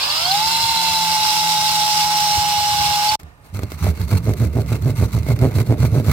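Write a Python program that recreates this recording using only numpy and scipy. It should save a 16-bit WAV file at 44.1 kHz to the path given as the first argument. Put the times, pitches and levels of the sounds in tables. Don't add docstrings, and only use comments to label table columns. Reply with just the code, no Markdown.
import sys
import numpy as np
from scipy import signal
from scipy.fft import rfft, irfft
from scipy.io import wavfile
from scipy.ndimage import uniform_filter1d

SR = 44100
rng = np.random.default_rng(int(sys.argv[2]) if len(sys.argv) > 2 else 0)


def invert_db(x):
    u = np.asarray(x, float) / 20
    return 10 ** u


def master(y):
    cut = np.clip(np.atleast_2d(y).T, -1, 1)
    pcm = np.round(cut * 32767)
    wavfile.write(sys.argv[1], SR, pcm.astype(np.int16))


N = 269892
T = np.arange(N) / SR
HZ = np.maximum(np.arange(N // 2 + 1) * SR / N, 1)


def level(x, db):
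    return x * invert_db(db) / np.sqrt(np.mean(x ** 2))


def along(table, hz):
    f, v = np.transpose(table)
    return np.interp(np.log(hz), np.log(f), v)


def curves(table):
    s, *columns = np.transpose(table)
    return [np.interp(T, s, c) for c in columns]


def band(x, lo_hz, hi_hz):
    edges_hz = [lo_hz, min(hi_hz, .45 * SR)]
    return signal.sosfilt(signal.butter(3, edges_hz, "band", fs=SR, output="sos"), x)


def walk(rate_hz):
    k = int(SR / rate_hz)
    held = np.repeat(rng.standard_normal(N // k + 1), k)
    return 0.93 * uniform_filter1d(uniform_filter1d(held, k), k)[:N]


def hump(start_s, end_s, edge_s, fall=1.):
    rise = 1 + np.exp(np.clip((start_s - T) / edge_s, -50, 50))
    return 1 / (rise * (1 + np.exp(np.clip((T - end_s) / (edge_s * fall), -50, 50))))


def ring(modes, length_s):
    t = np.arange(int(length_s * SR)) / SR
    return sum(invert_db(db - 60 * t / t60_s) * np.cos(2 * np.pi * hz * t) for hz, db, t60_s in modes)


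def strike(force, response):
    return np.convolve(force, response)[:len(force)]


def ports(x, side, lag):
    turn = np.array([[1], [-1]]) / 2
    delay = np.exp(-2j * np.pi * turn * lag * HZ / SR)
    return irfft(rfft(x) * invert_db(turn * along(side, HZ)) * delay, N)


def hiss(gate, colour, side, lag, alike_hz):
    same = 0.012 + .88 / (1 + (HZ / alike_hz) ** 2)
    near, left, right = rfft(gate * rng.standard_normal((3, N))) * invert_db(along(colour, HZ))
    echoes = rfft(rng.standard_normal((2, 400)) * invert_db(-60 * T[:400] / 0.016), N)
    close = .75 / (1 + (HZ / 7000) ** 2)
    far = np.sqrt(1 - close) * np.array([left, right])
    far = far + np.sqrt(close) * near * echoes / np.abs(echoes)
    apart = np.sqrt(1 - same) * far * invert_db(np.array([[.5], [-.5]]) * along(side, HZ))
    return ports(irfft(near * np.sqrt(same), N), side, lag) + irfft(apart, N)


# freq_hz, density_db_per_hz
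ROOM_COLOUR = [(24, -41), (40, 5), (99, 0), (209, -6), (269, -6.5), (646, -13), (697, -8), (1480, -13.5),
               (3000, -23), (16000, -40.5)]
# freq_hz, left_minus_right_db
SAW_SIDE = [(60, -5.5), (110, -3.5), (200, -4.5), (380, -2.5), (700, -3.5), (1290, 1), (2380, -5.5),
            (4400, -2), (8120, 2.5), (15000, 12)]


def room():
    return level(hiss(invert_db(2.0 * walk(16)), ROOM_COLOUR, SAW_SIDE, -5.0, 1000), -46.5)


# freq_hz, density_db_per_hz
BLADE = [(600, -8), (900, -3), (1500, -4), (1830, -9), (2170, -5.5), (2500, -11), (3100, -12.5), (4450, -7),
         (5300, -12), (6050, -13), (8800, -14), (10200, -18), (12100, -14), (16000, -19)]
# freq_hz, width_hz, level_db
BLADE_RINGS = [(1600, 310, -18.5), (2124, 190, -12.5), (2710, 200, -17), (4400, 350, -14), (5980, 230, -16),
               (7540, 250, -25), (8900, 330, -17), (11870, 400, -19.5)]
# start_s, end_s, level_db, swell_db, low_scrape_db
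RUBS = [(3.193, 3.216, -49.5, 0, 2), (3.44, 3.53, -58.5, -6, -1), (3.542, 3.574, -42, 1, 0.5),
        (3.588, 3.598, -42.5, 0, 7), (3.624, 3.636, -44.5, 2.5, 6.5), (3.702, 3.757, -43.5, 2, -2.5),
        (3.788, 3.914, -38.5, 4.5, 1), (3.955, 4.055, -43, 4, -1), (4.085, 4.187, -37.5, 2.5, 0.5),
        (4.229, 4.327, -44, 2.5, -5.5), (4.374, 4.476, -39.5, -1, -1.5), (4.528, 4.622, -47, 3, -5),
        (4.672, 4.766, -39.5, 3, 0.5), (4.795, 4.857, -53, 1, -6), (4.85, 4.918, -43.5, 0, -4.5),
        (4.959, 5.06, -38, 1.5, 0), (5.081, 5.105, -50, 0, 3), (5.125, 5.2, -41, -2.5, -1.5),
        (5.237, 5.249, -45, 0.5, 2), (5.265, 5.333, -37, 2.5, -1), (5.354, 5.376, -49, 2, 5),
        (5.389, 5.486, -43, 4, 2.5), (5.51, 5.53, -50.5, 0, 9), (5.548, 5.627, -36.5, -1, 0),
        (5.66, 5.747, -44.5, -1, -0.5), (5.787, 5.876, -36.5, 1.5, 1.5), (5.894, 5.935, -48, 4, -1),
        (5.938, 6.013, -42, -1.5, -1), (6.042, 6.062, -41, 0, 3), (6.062, 6.16, -35, 2, 1.5)]
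# start_s, peak_db, dull_part_db
CHIPS = [(3.1987, -33.5, -7), (3.232, -37, -12), (3.546, -30, 5), (3.57, -31, 1), (3.5908, -31, 8),
         (3.62, -34, -9), (3.633, -23.5, 4), (3.702, -33.5, -5), (3.7186, -24.5, 0), (3.7808, -36, -2),
         (3.8418, -21, 4), (3.9738, -37, 0), (4.1077, -30, 2), (4.2904, -33, 3), (4.3707, -37, 3),
         (4.6614, -33, 2), (4.957, -35, 0), (5.0003, -28, 2), (5.1192, -35, 5), (5.186, -29, 2),
         (5.414, -27, 10), (5.4445, -28.5, -3), (5.5407, -33, 6), (5.781, -33, 9), (6.0446, -32, 3),
         (6.095, -24, -5), (3.8666, -30.5, 18), (4.0145, -25, 1), (4.081, -33, 3), (4.127, -30, 17.5),
         (4.2428, -32, -5), (4.272, -37.5, 19), (4.336, -23, -8), (4.53, -36, 0), (4.8221, -28.5, 0),
         (4.858, -32, 14), (5.231, -30, 3), (5.265, -33, 15), (5.2879, -23, 5), (5.3898, -26.5, 5),
         (5.511, -31, 11), (5.671, -31.5, 10), (5.8016, -27, 8), (5.705, -37, 24), (5.942, -36, 6),
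         (5.9994, -33.5, 21), (6.065, -33.5, 11)]
# freq_hz, level_db, t60_s
SNAP_MODES = [(1, -3, .025), (254, 7.5, 0.089), (292, 5.5, 0.06), (373, 7.5, 0.041), (470, -6, 0.054),
              (604, 1, 0.11), (760, -30, .03), (1500, -10, .012)]


def dust(slips):
    in_air = hump(3.56, 7, .012)
    rub, scrape = invert_db(-53.5) * in_air, invert_db(-51) * in_air
    for start_s, end_s, db, swell_db, low_db in RUBS:
        place = 2 * (T - start_s) / (end_s - start_s)
        swell = invert_db(db + swell_db * np.clip(place - 1, -1, 1))
        stroke = hump(start_s, end_s, 0.0046) * swell
        rub = rub + stroke
        scrape = scrape + stroke * invert_db(low_db - 6.5 * np.clip(place - 1.1, -1, 1) ** 2)
    puffs = strike(slips, invert_db(-60 * T[:900] / 0.019))
    grain_db = 4.45 * walk(500) + 1.9 * walk(70) + 0.44 * walk(28)
    grit = hiss(invert_db(grain_db), BLADE, SAW_SIDE, -3.5, 2100)
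    out = level(band(grit, 2850, 21400), -0.85) * rub * (1 + 0.41 * puffs)
    out += level(band(grit, 800, 2600), -0.33) * scrape * (1 + 0.73 * puffs)
    faint = invert_db(-52) * hump(3.37, 3.55, .02)
    steel = np.roll(grit, N // 3, axis=1)
    for hz, width_hz, db in BLADE_RINGS:
        tone = level(band(steel, hz - width_hz / 2, hz + width_hz / 2), db)
        out += tone * (rub + faint * (hz > 7000)) * invert_db(5.2 * walk(25))
    return out + chips()


def chips():
    flash = invert_db(-60 * T[:900] / .021) * np.minimum(T[:900] / .0005, 1)
    bright, dull = np.zeros(N), np.zeros(N)
    for start_s, db, dull_db in CHIPS:
        i = int(start_s * SR)
        bright[i:][:900] += flash[:N - i] * invert_db(db)
        dull[i] += invert_db(db + dull_db)
    crack = hiss(np.ones(N), BLADE, SAW_SIDE, -18.0, 2300)
    out = level(band(crack, 830, 17500), -1.6) * bright
    out += ports(band(dull, 650, 3800) * invert_db(6), SAW_SIDE, -8.0)
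    board = band(strike(dull, ring(SNAP_MODES, .08)), 186, 810)
    return out + ports(board * invert_db(-18.0), SAW_SIDE, -9.0)


def jerk(width_s):
    u = (np.arange(200) / SR - .0008) / width_s
    return -u * np.exp(.5 - u ** 2 / 2)


# time_s, level_db
BITES = [(3.5924, -10.0), (3.6341, -13), (3.72, -12.5), (3.848, -9), (3.869, 0), (4.119, -7), (4.129, -1.5),
         (4.1382, -10.5), (4.2751, -9), (4.2844, -9), (4.2935, 1), (4.3038, -7), (4.3121, -9),
         (4.4237, -5.5), (4.5632, -13.5), (4.5705, -5), (4.58, -5), (4.5876, -5), (4.5969, -8.5),
         (4.6065, -9.5), (4.7195, -4), (4.8586, -10.0), (4.8734, -5.5), (4.8889, -13), (4.8973, -3),
         (5.0135, -4), (5.026, -2), (5.036, -6.0), (5.1601, -12), (5.1676, -14), (5.179, -7.5),
         (5.2872, -1), (5.302, -7), (5.3096, -5), (5.3195, -6), (5.4225, -3), (5.4303, 2), (5.438, 3),
         (5.4458, 4), (5.4531, 5), (5.4612, -3), (5.4718, -13), (5.5647, -9), (5.586, -3.5), (5.6065, -11),
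         (5.6987, -2), (5.7085, -3), (5.716, -7.0), (5.7249, 3), (5.8304, -2), (5.8438, -2), (5.8517, -3.5),
         (5.9441, -7.5), (5.9527, -3.5), (5.963, -3.0), (5.9766, -7.5), (6.0004, -10), (6.0656, -4),
         (6.0842, -5), (6.097, -5.5)]


def tooth_times(start_s, end_s, bite_s, hz, pace):
    hard = [s for s, _ in BITES if start_s - .012 < s < end_s + .012] or [bite_s]
    k = np.arange(1, 16)
    gaps = (1 + 0.055 * pace[:30].reshape(2, -1) + 0.005 * k ** 2).clip(.6, 1.6) / hz
    between = []
    for a, b in zip(hard, hard[1:]):
        count = max(round((b - a) * hz), 1)
        between.append(np.linspace(a, b, count + 1)[1:])
    before, after = hard[0] - np.cumsum(gaps[0]), hard[-1] + np.cumsum(gaps[1])
    return np.concatenate([before, hard[:1], *between, after]) - .0008


def hard_bites():
    jerk_db, edge_db = 20.5, 23
    hard = np.zeros(N)
    for s, db in BITES:
        hard[int((s - .0008) * SR)] = invert_db(db)
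    body = band(strike(hard, ring(SNAP_MODES, .08)), 170, 960)
    body += invert_db(jerk_db) * strike(hard, jerk(0.00057))
    edge = invert_db(jerk_db - edge_db) * strike(hard ** 1.9, jerk(.00013))
    return hard, invert_db(-17 - jerk_db) * (body + edge)


# freq_hz, level_db, t60_s
PANEL_MODES = [(75.2, 0.5, 0.14), (110.2, 0.5, 0.058), (138.8, -7.5, 0.12)]
# freq_hz, density_db_per_hz
BOARD = [(150, -20), (230, 0), (400, -4), (680, -9), (850, -21), (1100, -28), (2000, -60)]
# time_s, tooth_rate_hz
ARM = [(3.2, 93.4), (3.55, 108.3), (3.75, 92.5), (4.1, 91.8), (4.5, 116.6), (4.85, 116), (5.02, 107.4),
       (5.4, 117.4), (6.1, 116.4)]
# start_s, end_s, hardest_bite_s, panel_db, snap_over_panel_db
STROKES = [(3.233, 3.248, 3.2, -34.5, -14), (3.535, 3.606, 3.594, -24.5, -10),
           (3.626, 3.673, 3.636, -23.5, -18), (3.72, 3.774, 4.1, -32, -10),
           (3.821, 3.92, 3.869, -15.5, -8.5), (3.997, 4.055, 3.998, -21, -12),
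           (4.119, 4.192, 4.128, -13.5, -10), (4.256, 4.341, 4.291, -16, -5),
           (4.398, 4.483, 4.432, -14, -7.5), (4.555, 4.634, 4.577, -17.5, -2.5),
           (4.694, 4.776, 4.742, -18.5, -6.5), (4.833, 4.935, 4.874, -17, -7.5),
           (4.985, 5.072, 5.028, -15, -9.5), (5.137, 5.227, 5.162, -17.5, -10),
           (5.287, 5.361, 5.305, -15, -8), (5.397, 5.505, 5.449, -13.5, -3.5),
           (5.55, 5.632, 5.59, -15, -8.5), (5.691, 5.749, 5.724, -12.5, -8),
           (5.801, 5.882, 5.847, -13.5, -10.5), (5.921, 6.035, 5.959, -15, -6.5),
           (6.063, 6.142, 6.105, -13.5, -8.5)]


def teeth():
    light_db = -10
    boom, snap, slips, grind = np.zeros((4, N))
    chance, sway = rng.standard_normal((len(STROKES), 2, 60)), walk(60)
    rate_hz = curves(ARM)[0]
    for (start_s, end_s, bite_s, db, snap_db), (pace, size) in zip(STROKES, chance):
        hz = rate_hz[int(bite_s * SR)]
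        at = (tooth_times(start_s, end_s, bite_s, hz, pace) * SR).astype(int).clip(0, N - 1)
        kicks = np.zeros(N)
        kicks[at] = invert_db(1.6 * size[:len(at)])
        a, b = int((start_s - .1) * SR), min(int((end_s + .2) * SR), N)

        push = kicks * invert_db(2.3 * sway) * hump(start_s - .002, end_s - .012, .005, 1.63)
        low = band(strike(push[a:b], ring(PANEL_MODES, .15)), 48, 3900)
        low = signal.sosfiltfilt(signal.butter(2, 180, fs=SR, output="sos"), low)
        core = low[int(.1 * SR):int((end_s - start_s + .1) * SR)]
        boom[a:b] += low * invert_db(db) / np.sqrt(np.mean(core ** 2))

        force = kicks * (np.exp(-((T - bite_s) / .022) ** 2) + .3 * hump(start_s, end_s, .008))
        high = band(strike(force[a:b], ring(SNAP_MODES, .08)), 150, 2100)
        peak = np.sqrt(uniform_filter1d(high ** 2, 900).max())
        snap[a:b] += high * invert_db(db + snap_db + light_db) / peak

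        press = np.exp(-((T - bite_s - .01) / 0.032) ** 2)
        press += 0.43 * hump(start_s - .01, end_s + 0.031, 0.013)
        grind += invert_db(db + snap_db) * press
        slips += np.abs(kicks) * hump(start_s, end_s, 0.011)
    hard, hard_snap = hard_bites()
    snap += hard_snap
    slips += 0.47 * hard
    boom = np.roll(boom, -int(.002 * SR))
    board = hiss(invert_db(2.0 * walk(150)), BOARD, SAW_SIDE, -9.5, 1500)
    murmur = grind * level(band(board, 237, 800), -8)
    shake = strike(rng.standard_normal(N), ring(PANEL_MODES, 0.13))
    boom += level(band(shake, 58.5, 194), -25.5) * hump(3.91, 8, 0.17)
    return murmur + ports(boom, SAW_SIDE, -11.0) + ports(snap, SAW_SIDE, -5.5), slips


# freq_hz, left_minus_right_db
DRILL_SIDE = [(60, -1), (110, -6), (200, -2.5), (380, -4), (700, -0.5), (1290, -0.5), (2380, -7.5),
              (4400, -1), (8120, -4), (15000, 4)]
# start_s, peak_db, pitch_hz
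SQUEALS = [(0.0268, -15.5, 4540), (0.099, -15.5, 4470), (0.176, -17, 4620), (0.252, -12.5, 4370),
           (0.2656, -23, 4580), (0.31, -11.5, 4110), (0.315, -20, 4500), (3.0891, -11, 4500)]
# start_s, peak_db, pitch_hz
KNOCKS = [(0.445, -38, 105), (0.631, -28, 116.9), (0.894, -33, 96), (2.373, -20, 91.3), (2.578, -32, 93.9),
          (2.619, -39, 88.8), (2.712, -29, 108.1), (2.779, -29.5, 109.8), (2.809, -31.5, 80),
          (2.881, -27.5, 83.7), (3.069, -34.5, 86.3)]


def bit():
    squeals, knocks, t = np.zeros(N), np.zeros(N), np.arange(4000) / SR
    for s, db, hz in SQUEALS:
        swell = t / 0.0036 * np.exp(1 - t / 0.0034)
        tone = np.sin(2 * np.pi * hz * t * (1 + 0.88 * np.abs(t - .004)))
        squeals[int(s * SR):][:len(t)] += invert_db(db) * swell * tone
    for s, db, hz in KNOCKS:
        thump = t / 0.0086 * np.exp(1 - t / 0.0084) * np.sin(2 * np.pi * hz * t)
        tap = 0.65 * np.exp(-t / 0.0027) * np.sin(2 * np.pi * 330 * t)
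        knocks[int(s * SR):][:len(t)] += invert_db(db) * (thump + tap)
    return ports(squeals, DRILL_SIDE, SR / 4550) + ports(knocks, DRILL_SIDE, -6.0)


# time_s, whine_hz
MOTOR_SPEED = [(0, 528), (.12, 597.5), (.28, 725.3), (.37, 837), (.43, 871), (.5, 899.5), (.7, 905),
               (1.2, 859), (2.76, 832), (3.04, 834), (3.15, 864)]


def speed():
    idle_hz, run_hz = 563, 815
    hz = uniform_filter1d(curves(MOTOR_SPEED)[0], size=2000)
    return hz, np.clip((hz - idle_hz) / (run_hz - idle_hz), 0, 1), hump(2.37, 9, 0.051)


# freq_hz, density_db_per_hz
HOUSING = [(560, -37.5), (950, 18.5), (1800, -22.5), (2150, -6), (2420, -13.5), (2760, -4.5), (3000, -9),
           (3350, -9.5), (3550, -9.5), (3920, -8.5), (4470, -9), (5090, -5.5), (6670, -9), (7870, -9),
           (11800, -16), (13900, -11.5), (16000, -21)]
# freq_hz, density_db_per_hz
CASING = [(150, -20), (220, -18.5), (500, -16.5), (680, -7), (940, 1.5), (1100, -7), (1300, -8), (1520, -2),
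          (1700, -9), (1850, -13.5), (2050, -24)]


def boring():
    _, spun, through = speed()
    slow = 1 - spun
    gear_db = -22.5
    housing_db = -0.14 + 0.5 * slow - 3 * through
    fan_db = -4.5 - 5 * slow + 0.5 * T - 2.5 * through
    teeth_db = 2.0 * walk(700) + 1.0 * walk(29.96)
    rattle, ringing = (hiss(invert_db(teeth_db), HOUSING, DRILL_SIDE, 10.2, 910) for _ in range(2))

    housing = band(band(ringing, 4580, 5310), 4550, 6300)
    scrape = band(band(np.roll(ringing, N // 3, axis=1), 5190, 5940), 4970, 6600)
    housing += scrape * invert_db(np.minimum(-12 + 7.5 * T, -1))

    patch_db = 1.5
    out = level(band(rattle, 1880, 3380), -6.0) * invert_db(patch_db * walk(39.93))
    out += level(band(rattle, 3300, 4310), -0.68) * invert_db(-0.84 * T + patch_db * walk(45))
    out += level(housing, -1.0) * invert_db(housing_db + patch_db * walk(35.03))
    out += level(band(rattle, 5600, 16500), 0.11) * invert_db(fan_db)
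    out += level(band(ringing[:, ::-1], 2040, 2260), -13.5) * spun * invert_db(-2 * T)

    casing = hiss(invert_db(2.0 * walk(200)), CASING, DRILL_SIDE, 12.5, 1960)
    drone = level(band(casing[:, ::-1], 770, 996), -12.5) * (1 - spun ** 3)
    out += level(casing, -6.5) + drone

    jolts = sum(invert_db(db - KNOCKS[3][1]) ** .5 * np.exp(-((T - s - .03) / 0.036) ** 2) for s, db, _ in KNOCKS)
    wall_db = -21.5 + 3.5 * through + 7 * np.minimum(jolts, 1)
    shake = strike(invert_db(3.9 * walk(33.0)) * rng.standard_normal(N), ring(PANEL_MODES, 0.089))
    out += level(ports(band(shake, 55, 194), DRILL_SIDE, -8.5), -0.51) * invert_db(wall_db)
    return out * invert_db(gear_db)


def rim_song():
    dips = sum(np.exp(-((T - s) / 0.015) ** 2) for s, *_ in SQUEALS)
    rim_hz = 4790 + 257 * T - 130.7 * dips.clip(0, 1)
    rim_db = -29 - 300 * np.maximum(T - 0.31, 0)
    return invert_db(rim_db + 4.8 * walk(40)) * np.sin(2 * np.pi * np.cumsum(rim_hz) / SR + walk(40))


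# whine_hz, whine_db, second_db, third_db, gear_mesh_db
RESPONSE = [(507, -46.5, -35.5, -36.5, -39), (640, -41.5, -36.5, -48, -35.5),
            (730, -24.5, -35.5, -48.5, -30.5), (820, -17.5, -44, -42.5, -36.5), (825, -23, -45, -53, -32),
            (848.6, -21.5, -53.5, -46, -31), (845.7, -21, -57, -45, -30.5), (847.3, -23, -59, -45, -32),
            (864, -22, -55, -39.5, -29), (905, -23.5, -48, -35.5, -24.5)]
# multiple_of_whine, level_db
SHAFT_LINES = [(0.196, -41), (.39, -53), (.8, -46), (1.56, -44), (1.8, -53), (2.251, -46.5), (2.341, -58),
               (4, -45.5), (4.692, -35.5)]
# multiple_of_whine, level_db
UPPER_LINES = [(3.55, -43), (5, -40), (5.95, -38.5), (6.94, -41), (9, -44)]
# multiple_of_whine, level_db
SPIN_UP_LINES = [(2.171, -44.5), (5, -41)]


def motor():
    hz, spun, through = speed()
    at_hz, *rows = np.transpose(RESPONSE)
    whine_db, second_db, third_db, mesh_db = (np.interp(hz, at_hz, row) for row in rows)
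    shaft_db = -10 * (1 - spun) - 4 * through
    upper_db = -18.5 + 10 * np.minimum(T, 2.36) - 6 * hump(2.75, 9, 0.078)
    turn = 2 * np.pi * np.cumsum(hz * (1 + 0.00365 * walk(59.6))) / SR
    whine = np.sqrt(2) * invert_db(whine_db + 0.95 * T + 0.88 * walk(40.02)) * np.sin(turn)
    out = ports(whine, DRILL_SIDE, 3.1)

    worn_db = 1.0 + np.clip(26 * (T - 1.75), 0, 9.0)
    throb_db = 3 * np.sin(turn / 75) + 4 * np.sin(turn / 25)
    lines = [(2, second_db), (3, third_db), (4.5, mesh_db - worn_db + throb_db)]
    lines += [(k, db + shaft_db) for k, db in SHAFT_LINES]
    lines += [(k, db + upper_db) for k, db in UPPER_LINES]
    lines += [(k, db - 25 * spun ** 3) for k, db in SPIN_UP_LINES]
    drift = np.array([walk(6.7), walk(10), walk(70)])
    for count, (k, db) in enumerate(lines):
        path, own, flutter = np.roll(drift, 17011 * count, axis=1)
        lean_db = along(DRILL_SIDE, 860 * k) * np.array([[.5], [-.5]])
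        shift = min(k / 6, .6) * np.array([path, own])
        shiver_db = .9 * min(k, 3.5) * flutter + 3.8 * own * (k < 1 or k >= 5)
        wobble = .08 * k * flutter[::-1]
        phase = k * turn + shift + wobble - np.array([[k / 4], [0]])
        out += np.sqrt(2) * invert_db(db + lean_db + shiver_db) * np.sin(phase)
    return out + rim_song()


# time_s, level_db
DRILL_OUT = [(0, 0), (3.1553, 0), (3.1561, -26), (3.163, -36), (3.166, -70), (7, -70)]
# time_s, level_db
SAW_IN = [(0, -90), (3.166, -90), (3.167, -45), (3.187, -40), (3.194, 0), (7, 0)]


def scene():
    wall, slips = teeth()
    drill = (motor() + boring() + bit()) * invert_db(curves(DRILL_OUT)[0])
    return drill + (wall + dust(slips) + room()) * invert_db(curves(SAW_IN)[0])


def band_limit(x):
    return signal.sosfilt(signal.butter(12, 16000, fs=SR, output="sos"), x)


def record(dry):
    cut = signal.sosfilt(signal.butter(2, 42, "high", fs=SR, output="sos"), dry)
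    rounded = np.tanh(0.81 * cut) / 0.79
    mix = signal.sosfilt(signal.ellip(8, .2, 60, 15950, fs=SR, output="sos"), rounded)
    return band_limit(mix)


dry = scene()
out = record(dry)
master(out)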